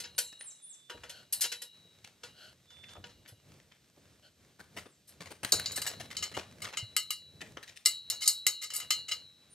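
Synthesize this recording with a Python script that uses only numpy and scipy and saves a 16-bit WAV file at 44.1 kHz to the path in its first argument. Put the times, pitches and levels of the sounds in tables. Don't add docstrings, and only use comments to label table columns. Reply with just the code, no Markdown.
import sys
import numpy as np
from scipy import signal
from scipy.fft import rfft, irfft, next_fast_len
from scipy.io import wavfile

SR = 44100
rng = np.random.default_rng(int(sys.argv[2]) if len(sys.argv) > 2 else 0)


def wav_out(sig):
    wavfile.write(sys.argv[1], SR, np.round(np.clip(np.atleast_2d(sig).T, -1, 1) * 32767).astype(np.int16))


N = 420694

# start_s, relative level_db, body_db (under about 3 kHz), treble_db, chatter_s
HIGH_BLOWS = [(0.001, -42.5, -6, -1, .005), (0.038, -46, 2, -24, .015), (0.18, -31, -5, 5.5, .014),
              (0.897, -50.5, 16, -4.5, .008), (1.034, -53.5, 15, -9, .007), (1.094, -47, -0.5, -2, .009),
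              (1.325, -37, -13, 11.5, .011), (1.408, -28, -16.5, 4, .02), (1.436, -34.5, -1.5, -9, .017),
              (1.518, -38.5, 1.5, -2.5, .009), (1.618, -46.5, -4, 5, .008), (2.234, -49, 6, -8, .005),
              (2.702, -62, 4, -11, 0.0093), (2.884, -59, 5, -21, .009), (3.04, -54.5, 12.5, -22, .005),
              (3.09, -64.5, 4, -24, .01), (3.275, -58, 4.5, 4.5, .021), (5.07, -60.5, -15, 9, .03)]
LOW_BLOWS = [(5.52, -21.5, -13.5, -3, 0.0063), (5.659, -32.5, -6, -14.5, .002),
             (5.717, -41.5, -7, 0, 0.0056), (5.758, -37.5, -1.5, 4.5, 0.0087),
             (5.817, -38.5, 1.5, 2.5, .005), (5.865, -35.5, 2, -0.5, .013), (6.168, -36.5, 0, -6.5, .002),
             (6.225, -35, 7, -6, .015), (6.34, -49.5, 14, -4, 0.014), (6.619, -44, 5, 1, .006),
             (6.771, -37, 7.5, -4.5, .003), (6.965, -28, 4, -0.5, 0.00077), (7.105, -34, 3.5, -1, .003),
             (7.852, -37, -1, -1.5, 0.0033), (7.859, -23, 0, 1, 0.0011), (8.1, -29, -5.5, -4, .001),
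             (8.198, -32.5, -1, -4, 0.044), (8.256, -32.5, -10, -7.5, .012), (8.276, -22, -11, 3, .002),
             (8.466, -23.5, 0, -1, .002), (8.612, -35.5, 1, -5, 0.035), (8.702, -43, 6.5, -6.5, .003),
             (8.736, -39, 1, 5, 0.015), (8.759, -38.5, -3.5, 9, .008), (8.8, -41.5, 6.5, -4, .005),
             (8.905, -25, 3, -4.5, 0.0062), (9.082, -40.5, 6.5, -8, .012), (9.113, -35, 6.5, -8, 0.0087)]
# frequency_hz, density_db (per Hz)
HIGH_CLAMP_SPECTRUM = [(150, -5), (330, -1), (480, 0), (1150, -8), (1500, 2), (2400, -3), (2950, 4),
                       (3600, -5), (4200, 4.5), (8300, 1), (9900, -7.5), (11000, 1), (13000, -6),
                       (16000, -27)]
LOW_CLAMP_SPECTRUM = [(300, -8), (1000, -20), (1260, -6), (1650, -9), (2130, -3), (2520, -9), (2900, -1.5),
                      (3450, -7.5), (3950, -3.5), (5300, -1), (7300, -2.5), (10300, -4), (12300, -3),
                      (16000, -19.5)]
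# frequency_hz, relative level_db, t60_s
HIGH_MODES = [(480.6, -13.5, 0.21), (947, -18.5, 0.25), (1452, -16, 0.17), (1830, -30, 0.21),
              (2862, -25.5, 0.92), (3085, -25, 0.29), (3445, -8, 0.1), (3825, -24.5, 1.67),
              (3875, -20.5, 1.1), (3940, -17.5, 0.92), (4210, -21.5, 0.73), (4410, -16, 0.35),
              (5290, -9, 0.13), (4870, -16, 0.24), (6180, -25, 0.11), (6900, -17.5, 0.18),
              (8690, -8, 0.088), (8500, -24, 0.15), (11060, -12.5, 0.23), (11600, -19, 0.13)]
LOW_MODES = [(1254, -23, .2), (2060, -17.5, .12), (2140, -17, 0.082), (2865, -10, .32), (3035, -15, .26),
             (3859, -17, 1.0), (3943, -15, .9), (4038, -18, .85), (4185, -14, .6), (4347, -12.5, .42),
             (4502, -15.5, .35), (4700, -21, .3), (5085, -15, .15), (5439, -13, .18), (6536, -13, .17),
             (6854, -10, .2), (7055, -17, .18), (7316, -13, .15), (7734, -15, .15), (8065, -12, .16),
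             (8228, -16, .15), (9216, -17, .15), (10930, -18, .15), (11940, -20, .13)]
# start_s, length_s, level_db
RUB_EVENTS = [(1.036, 0.25, -54), (2.312, .25, -53), (4.205, 0.11, -59.5)]
# frequency_hz, half_width_hz, relative level_db
RUB_BANDS = [(630, 120, 0), (1460, 110, 1), (3150, 300, -1.5), (4320, 200, -4.5)]
# start_s, relative level_db, bass_db, treble_db, length_s
CRUNCH_EVENTS = [(0.325, -58.5, 0.5, 0, .007), (0.406, -51.5, -13, -5, 0.0065),
                 (0.972, -62, 4.5, -10, .008), (2.043, -51, -7, -1.5, .005), (2.768, -71.5, -26, -23, .003),
                 (2.833, -60.5, -5, -31, 0.014), (2.949, -65, 16, -15, .023), (3.252, -63, 0, -24, .015),
                 (3.6, -67, -12, -9, .002), (3.716, -62.5, -2.5, -17, 0.0058), (4.585, -55, 4, 3, 0.029),
                 (4.764, -44, 2, 2, 0.025), (4.854, -62, 10, -4, 0.016), (5.202, -48.5, 2, 1.5, 0.023),
                 (5.257, -51.5, -2.5, -1, .02), (5.304, -49.5, 2, 4, 0.02), (5.431, -43, 3.5, 4.5, .008),
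                 (5.447, -34.5, -6.5, 3, .004), (5.524, -44.5, 9.5, -5, 0.021),
                 (5.596, -40.5, -7.5, 7, 0.0028), (5.773, -39.5, -0.5, 9.5, 0.014),
                 (5.84, -40, -4, 0, 0.041), (5.921, -52.5, 4, 0, 0.023), (5.998, -43, -2.5, 1, 0.017),
                 (6.104, -46, -8.5, 0, .028), (6.368, -41.5, 6.5, -3.5, .008), (6.386, -44, -7, -4, .011),
                 (6.642, -44.5, 1, -8, .02), (6.666, -50.5, 1, -2, .012), (6.734, -48, 0, -10, 0.014),
                 (7.407, -45, -1.5, -3, 0.019), (7.565, -52, 7.5, -12, 0.021),
                 (7.627, -49.5, -18.5, 0.5, 0.016), (7.672, -48.5, -31, -5.5, 0.027),
                 (7.76, -50, -33, 2, .018)]
# frequency_hz, density_db (per Hz)
GRAVEL_SPECTRUM = [(100, -4), (250, -7.5), (450, -0.5), (900, -7), (1700, -2.5), (3000, -6.5),
                   (6000, -11.5), (10000, -18.5), (16000, -28.5)]
# start_s, length_s, relative level_db
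DRAG_EVENTS = [(5.54, 0.41, -52.5), (6.02, 0.35, -55.5), (6.6, 0.17, -54.5)]
# start_s, relative peak_db, pitch_hz, relative scuff_db (dull scuff of the sole)
FOOTFALLS = [(0.943, -50, 84.4, -55.5), (1.849, -57, 170, -68), (2.976, -47, 88, -56.5),
             (3.32, -47.5, 109, -66), (3.97, -61, 152, -62), (4.77, -56, 160, -61),
             (5.202, -45.5, 173, -62), (5.44, -51, 120, -52), (5.547, -40.5, 86, -52),
             (5.798, -50.5, 160, -54), (5.99, -48, 120, -62), (6.369, -44.5, 190, -39),
             (6.825, -36.5, 109.5, -67), (7.421, -53, 167, -52)]
# frequency_hz, density_db (per Hz)
SCUFF_SPECTRUM = [(150, -11), (350, 5), (650, 5.5), (1000, -12.5), (2500, -28)]
# frequency_hz, density_db (per Hz)
GROUND_SPECTRUM = [(35, -16), (60, -0.5), (90, 4.5), (140, -5), (350, -12.5), (700, -40)]
# time_s, relative level_db of the low rumble
EFFORT = [(0.0, -61), (0.69, -100.5), (0.98, -76), (2.87, -70.5), (3.21, -64.5), (3.8, -70.5),
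          (5.45, -65.5), (5.69, -59), (6.11, -58.5), (7.04, -72.5), (7.46, -60), (7.84, -76.5),
          (9.25, -72.5), (9.54, -75.5)]
# frequency_hz, density_db (per Hz)
RUMBLE_SPECTRUM = [(30, -32), (55, -6.5), (85, 6.5), (170, 1), (300, -5.5), (600, -9), (1200, -33)]
RUSTLE_SPECTRUM = [(300, -19), (500, 6), (1000, 3.5), (1600, 5.5), (3000, 2.5), (7000, -1), (12000, -9),
                   (16000, -22)]
# time_s (from its start), pitch_hz, relative level_db
CALL_GLIDE = [(0, 9600, -15), (.006, 9200, -1.5), (.034, 9300, 4), (.045, 10100, -15), (.056, 11100, -5.5),
              (.070, 8900, -1), (.083, 7550, 3), (.094, 7450, 1.5), (.102, 7900, 0), (.116, 6400, -4),
              (.130, 5400, -12)]
# start_s, relative level_db
CALL_STARTS = [(0.161, -49), (0.392, -46.5), (.621, -49.5), (4.838, -69), (9.50, -57)]
# start_s, length_s, pitch_hz, level_db (before the echo)
LEVEL_TONES = [(0.548, 0.44, 3515, -68), (2.64, 0.37, 3514, -61), (5.067, 0.14, 3950, -70)]
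# frequency_hz, density_db (per Hz)
AIR_SPECTRUM = [(24, -37), (40, -34), (130, 4.5), (680, -11.5), (852, -18), (3930, -7.5), (8990, -13),
                (10200, -28.5), (12100, -10), (14500, -37), (16000, -34.5)]
# frequency_hz, left_lead_rad, likeness (left-right, 0 to 1)
PORT_PAIR = [(300, 0, .94), (1500, -.2, .7), (2900, -.25, .82), (4200, .75, .85), (6800, 1.1, .87),
             (9000, .8, .8), (10000, -1.2, .7), (12600, -1.6, .78), (13800, -2.9, .96)]
# frequency_hz, gain_db
MICROPHONE_RESPONSE = [(12500, -1), (14000, 8), (16000, -0.5)]

STEEL_LEFT_DB, CRUNCH_LEFT_DB = 0.92, 1.5
BLOW_SIZE, LEVEL_WINDOW = SR // 2, SR // 20
RING_KNEE_DB, RING_SQUEEZE, RING_LOSS_DB_PER_S = -36, 0.12, 200
SETTLE_S, SETTLE_DB = .044, -19.5
DULL_MID_SHARE = 0.29
DEEP_HZ = 100
RUSTLE_DB, RUSTLE_FOLLOWS = -72.5, 0.17
GRIT_PER_S, GRIT_DB = 14, 5


def strokes(blows, bass_db, bass_share, mid_db, mid_share, ring_db):
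    out = []
    for s, db, body, treble_db, chatter in blows:
        ring = ring_db - RING_SQUEEZE * (db - RING_KNEE_DB) - RING_LOSS_DB_PER_S * chatter
        out.append((s, db, bass_db + bass_share * body, mid_db + mid_share * body, treble_db, chatter, ring))
    return out


def clamp(blows, spectrum, modes, body_t60, tail_db, tail_t60, peak_db, level_db, lowest_hz):
    out, t = np.zeros((2, N)), np.arange(BLOW_SIZE) / SR
    crack = 1.7 * fade(t, .012)
    clank = fade(t, body_t60)
    wash = from_db(tail_db) * fade(t, tail_t60)
    decay = crack + clank + wash
    grid = np.arange(0, SR / 2, 5)
    resonances = sum(1 / (1 + ((grid - hz) / (12 + hz / 400)) ** 2) for hz, _, _ in modes)
    peaks = rms_one(1 + from_db(peak_db) * resonances)
    for s, db, bass_db, mid_db, treble_db, chatter, _ in blows:
        def shape(hz):
            colour = tilt(hz, bass_db, mid_db, treble_db)
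            return colour * np.interp(hz, grid, peaks) * ripple(hz, 45, 4.5)
        envelope = contacts(chatter, per_s=1100, spread_db=-2.5, decay=decay)
        add(out, s, from_db(db + level_db) * envelope * noise(spectrum, BLOW_SIZE, shape))
    return high_pass(out, lowest_hz, order=3)


def pipes(blows, modes, level_db, twin_db):
    out = np.zeros((2, N))
    s, db, bass_db, mid_db, treble_db, chatter, ring_db = np.transpose(blows)
    for hz, mode_db, t60 in modes:
        colour = np.array([tilt(hz, *contact) for contact in zip(bass_db, mid_db, treble_db)])
        split_hz = rng.choice([-1, 1]) * rng.uniform(3, 8)
        unsteady = waver(28, 2.2)
        for pitch, share_db in [(hz, 0), (hz + split_hz, twin_db)]:
            chance = rng.standard_normal((len(s), 4))
            strength_db = db + ring_db + mode_db + share_db + level_db + 2 * chance[:, 0]
            strength = from_db(strength_db) * colour
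            start_s = s + np.abs(chatter) / 2 + np.abs(chance[:, 1]) / hz
            at = np.clip(start_s * SR, 0, N - 1).astype(int)
            clicks = np.full((2, N), 1e-18)
            clicks[:, at] = strength * from_db(chance[:, 2:].T)
            r, w = fade(1 / SR, t60), 2 * np.pi * pitch / SR
            out += unsteady * signal.lfilter([.5, 0, -.5], [1, -2 * r * np.cos(w), r * r], clicks)
    return out


def rubs(between_db):
    out = np.zeros((2, N))

    def shape(hz):
        peaks = sum(from_db(db) / (1 + ((hz - centre) / width) ** 2) for centre, width, db in RUB_BANDS)
        return from_db(between_db) + peaks

    for s, length, db in RUB_EVENTS:
        size = int(length * SR)
        slide = rms_one(noise(HIGH_CLAMP_SPECTRUM, size, shape))
        add(out, s, from_db(db) * signal.windows.hann(size) * slide)
    return out


def crunches_and_ticks(tail_t60, level_db):
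    out, t = np.zeros((2, N)), np.arange(BLOW_SIZE) / SR
    decay = fade(t, .015) + from_db(-19) * fade(t, tail_t60)
    for s, db, bass_db, treble_db, length in CRUNCH_EVENTS:
        def shape(hz):
            return tilt(hz, bass_db, -DULL_MID_SHARE * treble_db, treble_db) * ripple(hz, 220, 4.5)
        for delay, slip_db in [(0, 0), (SETTLE_S, SETTLE_DB)]:
            impacts = contacts(length, per_s=900, spread_db=16, decay=decay, first=.35)
            burst = impacts * noise(GRAVEL_SPECTRUM, BLOW_SIZE, shape)
            add(out, s + delay, from_db(db + slip_db + level_db) * burst)
    return high_pass(out, hz=90)


def pipe_foot_drag(snaps_per_s, spread_db, t60):
    out = np.zeros((2, N))
    for s, length, db in DRAG_EVENTS:
        size = int(length * SR)
        chance, strength = rng.random((2, SR))[:, :size]
        snaps = (chance < snaps_per_s / SR) * from_db(-spread_db * strength)
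        snaps = snaps * signal.windows.tukey(size, .3)
        envelope = signal.lfilter([1], [1, -fade(1 / SR, t60)], snaps + 1e-18)
        add(out, s, from_db(db) * rms_one(envelope) * noise(GRAVEL_SPECTRUM, SR)[:, :size])
    return high_pass(out, hz=250)


def thuds(t60, rise_s, level_db):
    out, t = np.zeros(N), np.arange(BLOW_SIZE) / SR
    shape = (1 - fade(t, rise_s)) * fade(t, t60)
    for s, db, hz, _ in FOOTFALLS:
        add(out, s, from_db(db + level_db) * shape / shape.max() * np.sin(2 * np.pi * hz * t))
    return out


def scuffs(level_db, rise_s, t60):
    out, t = np.zeros((2, N)), np.arange(BLOW_SIZE) / SR
    shape = (1 - fade(t, rise_s)) * fade(t, t60)
    for s, _, _, db in FOOTFALLS:
        add(out, s, from_db(db + level_db) * shape / shape.max() * noise(SCUFF_SPECTRUM, BLOW_SIZE))
    return out


def ground_rumble():
    deep = [footfall for footfall in FOOTFALLS if footfall[2] < DEEP_HZ]
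    envelope = swells(deep, level_db=-54.5, follows=.8, rise_s=.02, t60=0.88)
    return envelope * noise(GROUND_SPECTRUM, N)


def movement(rumble_db):
    s, db = np.transpose(EFFORT)
    effort_db = np.interp(np.arange(N) / SR, s, db)
    low = from_db(effort_db + rumble_db)
    cloth = from_db(RUSTLE_DB + RUSTLE_FOLLOWS * (effort_db - effort_db.mean()))
    cloth = cloth + swells(CRUNCH_EVENTS, level_db=-69, follows=1.0, rise_s=0.033, t60=0.17)
    cloth += swells(HIGH_BLOWS + LOW_BLOWS, level_db=-60.5, follows=0.26, rise_s=0.027, t60=0.17)
    tick_db = 4 * np.minimum(rng.exponential(1, N), 2.5)
    ticks = (rng.random(N) < GRIT_PER_S / SR) * from_db(tick_db)
    grit = from_db(GRIT_DB) * signal.lfilter([1], [1, -fade(1 / SR, .012)], ticks + 1e-18)
    unsteady = waver(per_s=14, depth_db=5)
    rumble = low * noise(RUMBLE_SPECTRUM, N)
    return unsteady * (rumble + cloth * noise(RUSTLE_SPECTRUM, N) * (1 + grit))


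def distant_tones(echo_db, echo_t60):
    out = np.zeros(N)
    s, hz, db = np.transpose(CALL_GLIDE)
    t = np.arange(int(s[-1] * SR)) / SR
    for start, level_db in CALL_STARTS:
        pitch = np.interp(t, s, hz) * (1 + 0.0047 * rng.standard_normal())
        phase = 2 * np.pi * np.cumsum(pitch) / SR
        add(out, start, from_db(level_db + np.interp(t, s, db)) * np.sin(phase))
    for start, length, pitch, level_db in LEVEL_TONES:
        t = np.arange(int(length * SR)) / SR
        tone = np.sqrt(2) * np.sin(2 * np.pi * pitch * t)
        add(out, start, from_db(level_db) * signal.windows.tukey(len(t), .5) * tone)
    scatter = rng.standard_normal((2, BLOW_SIZE)) * fade(np.arange(BLOW_SIZE) / SR, echo_t60)
    scatter /= np.sqrt(np.sum(scatter ** 2) / 2)
    return out + from_db(echo_db) * signal.fftconvolve(out[None], scatter, axes=1)[:, :N]


def air(level_db):
    return from_db(level_db) * noise(AIR_SPECTRUM, N)


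def contacts(length, per_s, spread_db, decay, first=1):
    i = np.arange(int(np.clip(length, .0005, .2) * SR))
    chance, strength = rng.random((2, BLOW_SIZE))[:, i]
    clicks = (chance < per_s / SR) * from_db(-spread_db * strength)
    clicks[0] = first
    clicks *= np.minimum((i + 1) / (max(length - .02, 0) * SR + 1), 1)
    power = np.abs(signal.fftconvolve(clicks ** 2, decay ** 2)[:BLOW_SIZE])
    power *= np.minimum(np.arange(BLOW_SIZE) / (.0006 * SR), 1) ** 2
    return np.sqrt(power * LEVEL_WINDOW / power.sum())


def swells(events, level_db, follows, rise_s, t60):
    out, t = np.zeros(N), np.arange(2 * BLOW_SIZE) / SR
    shape = np.minimum(t / rise_s, 1) * fade(np.maximum(t - rise_s, 0), t60)
    mean_db = np.mean([db for _, db, *_ in events])
    for s, db, *_ in events:
        add(out, s, (from_db(level_db + follows * (db - mean_db)) * shape) ** 2)
    return np.sqrt(out)


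def noise(spectrum, size, shape=lambda hz: 1):
    length = next_fast_len(size)
    hz = np.fft.rfftfreq(length, 1 / SR)
    alike = at_hz(PORT_PAIR, hz, axis=2)
    mid, side = rfft(rng.standard_normal((2, length)))
    low_cut = np.minimum(hz / spectrum[0][0], 1) ** 2
    gain = rms_one(from_db(at_hz(spectrum, hz)) * low_cut) * shape(hz)
    common = np.sqrt((1 + alike) / 2) * mid
    opposed = np.sqrt((1 - alike) / 2) * side * [[1], [-1]]
    return irfft(gain * (common + opposed), length)[:, :size]


def tilt(hz, bass_db, mid_db, treble_db):
    points = [(1200, bass_db), (1900, mid_db), (3250, mid_db), (3750, 0), (7000, 0), (8500, treble_db)]
    return from_db(at_hz(points, hz))


def ripple(hz, spacing_hz, depth_db):
    draws = rng.standard_normal(600)
    heights = np.interp(hz / spacing_hz, np.arange(len(draws)), np.clip(draws, -2, 2))
    return rms_one(from_db(depth_db * heights))


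def waver(per_s, depth_db):
    steps = from_db(depth_db * rng.standard_normal(int(per_s * N / SR) + 2))
    return np.interp(np.arange(N) * per_s / SR, np.arange(len(steps)), steps)


def high_pass(x, hz, order=2):
    return signal.sosfilt(signal.butter(order, hz, "high", fs=SR, output="sos"), x)


def fade(t, t60):
    return np.exp(-np.log(1000) * t / max(t60, 1e-4))


def from_db(db):
    return 10 ** (np.asarray(db) / 20)


def rms_one(x):
    return x / np.sqrt(np.mean(x ** 2) + 1e-20)


def at_hz(points, hz, axis=1):
    points = np.array(points)
    return np.interp(np.log(hz + 1), np.log(points[:, 0]), points[:, axis])


def add(out, s, x):
    i = max(round(s * SR), 0)
    out[..., i:i + x.shape[-1]] += x[..., :max(N - i, 0)]


def scene():
    upper = strokes(HIGH_BLOWS, bass_db=-2.5, bass_share=1.04, mid_db=3.5, mid_share=0.51, ring_db=0.5)
    lower = strokes(LOW_BLOWS, bass_db=-1.5, bass_share=0.91, mid_db=-1.5, mid_share=1.03, ring_db=4.5)
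    high = clamp(upper, HIGH_CLAMP_SPECTRUM, HIGH_MODES, body_t60=0.13, tail_db=-13.0, tail_t60=0.26,
                 peak_db=-2, level_db=-1.5, lowest_hz=310)
    high += pipes(upper, HIGH_MODES, level_db=-3.5, twin_db=6)
    high += rubs(between_db=-18)
    low = clamp(lower, LOW_CLAMP_SPECTRUM, LOW_MODES, body_t60=0.11, tail_db=-8.5, tail_t60=0.23,
                peak_db=13.5, level_db=-3.0, lowest_hz=480)
    low += pipes(lower, LOW_MODES, level_db=-5, twin_db=-6.0)
    steel = (high + low) * from_db([[STEEL_LEFT_DB], [-STEEL_LEFT_DB]])
    crunches = crunches_and_ticks(tail_t60=0.32, level_db=0.0)
    crunches = crunches * from_db([[CRUNCH_LEFT_DB], [-CRUNCH_LEFT_DB]])
    drag = pipe_foot_drag(snaps_per_s=130, spread_db=19, t60=.025)
    ground = thuds(t60=0.077, rise_s=0.055, level_db=-0.5) + ground_rumble()
    ground += scuffs(level_db=3, rise_s=0.025, t60=0.097)
    background = distant_tones(echo_db=-2.0, echo_t60=0.48) + air(level_db=-70)
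    return steel + crunches + drag + ground + movement(rumble_db=2.5) + background


def record(dry):
    length = next_fast_len(N + SR // 10)
    hz = np.fft.rfftfreq(length, 1 / SR)
    lead = np.exp(.5j * at_hz(PORT_PAIR, hz) * [[1], [-1]])
    response = from_db(at_hz(MICROPHONE_RESPONSE, hz)) * lead
    ported = irfft(rfft(dry, length) * response, length)[:, :N]
    top_cut = signal.ellip(10, .1, 70, 15800, fs=SR, output="sos")
    return signal.sosfilt(top_cut, high_pass(ported, hz=40.3))


dry = scene()
out = record(dry)
wav_out(out)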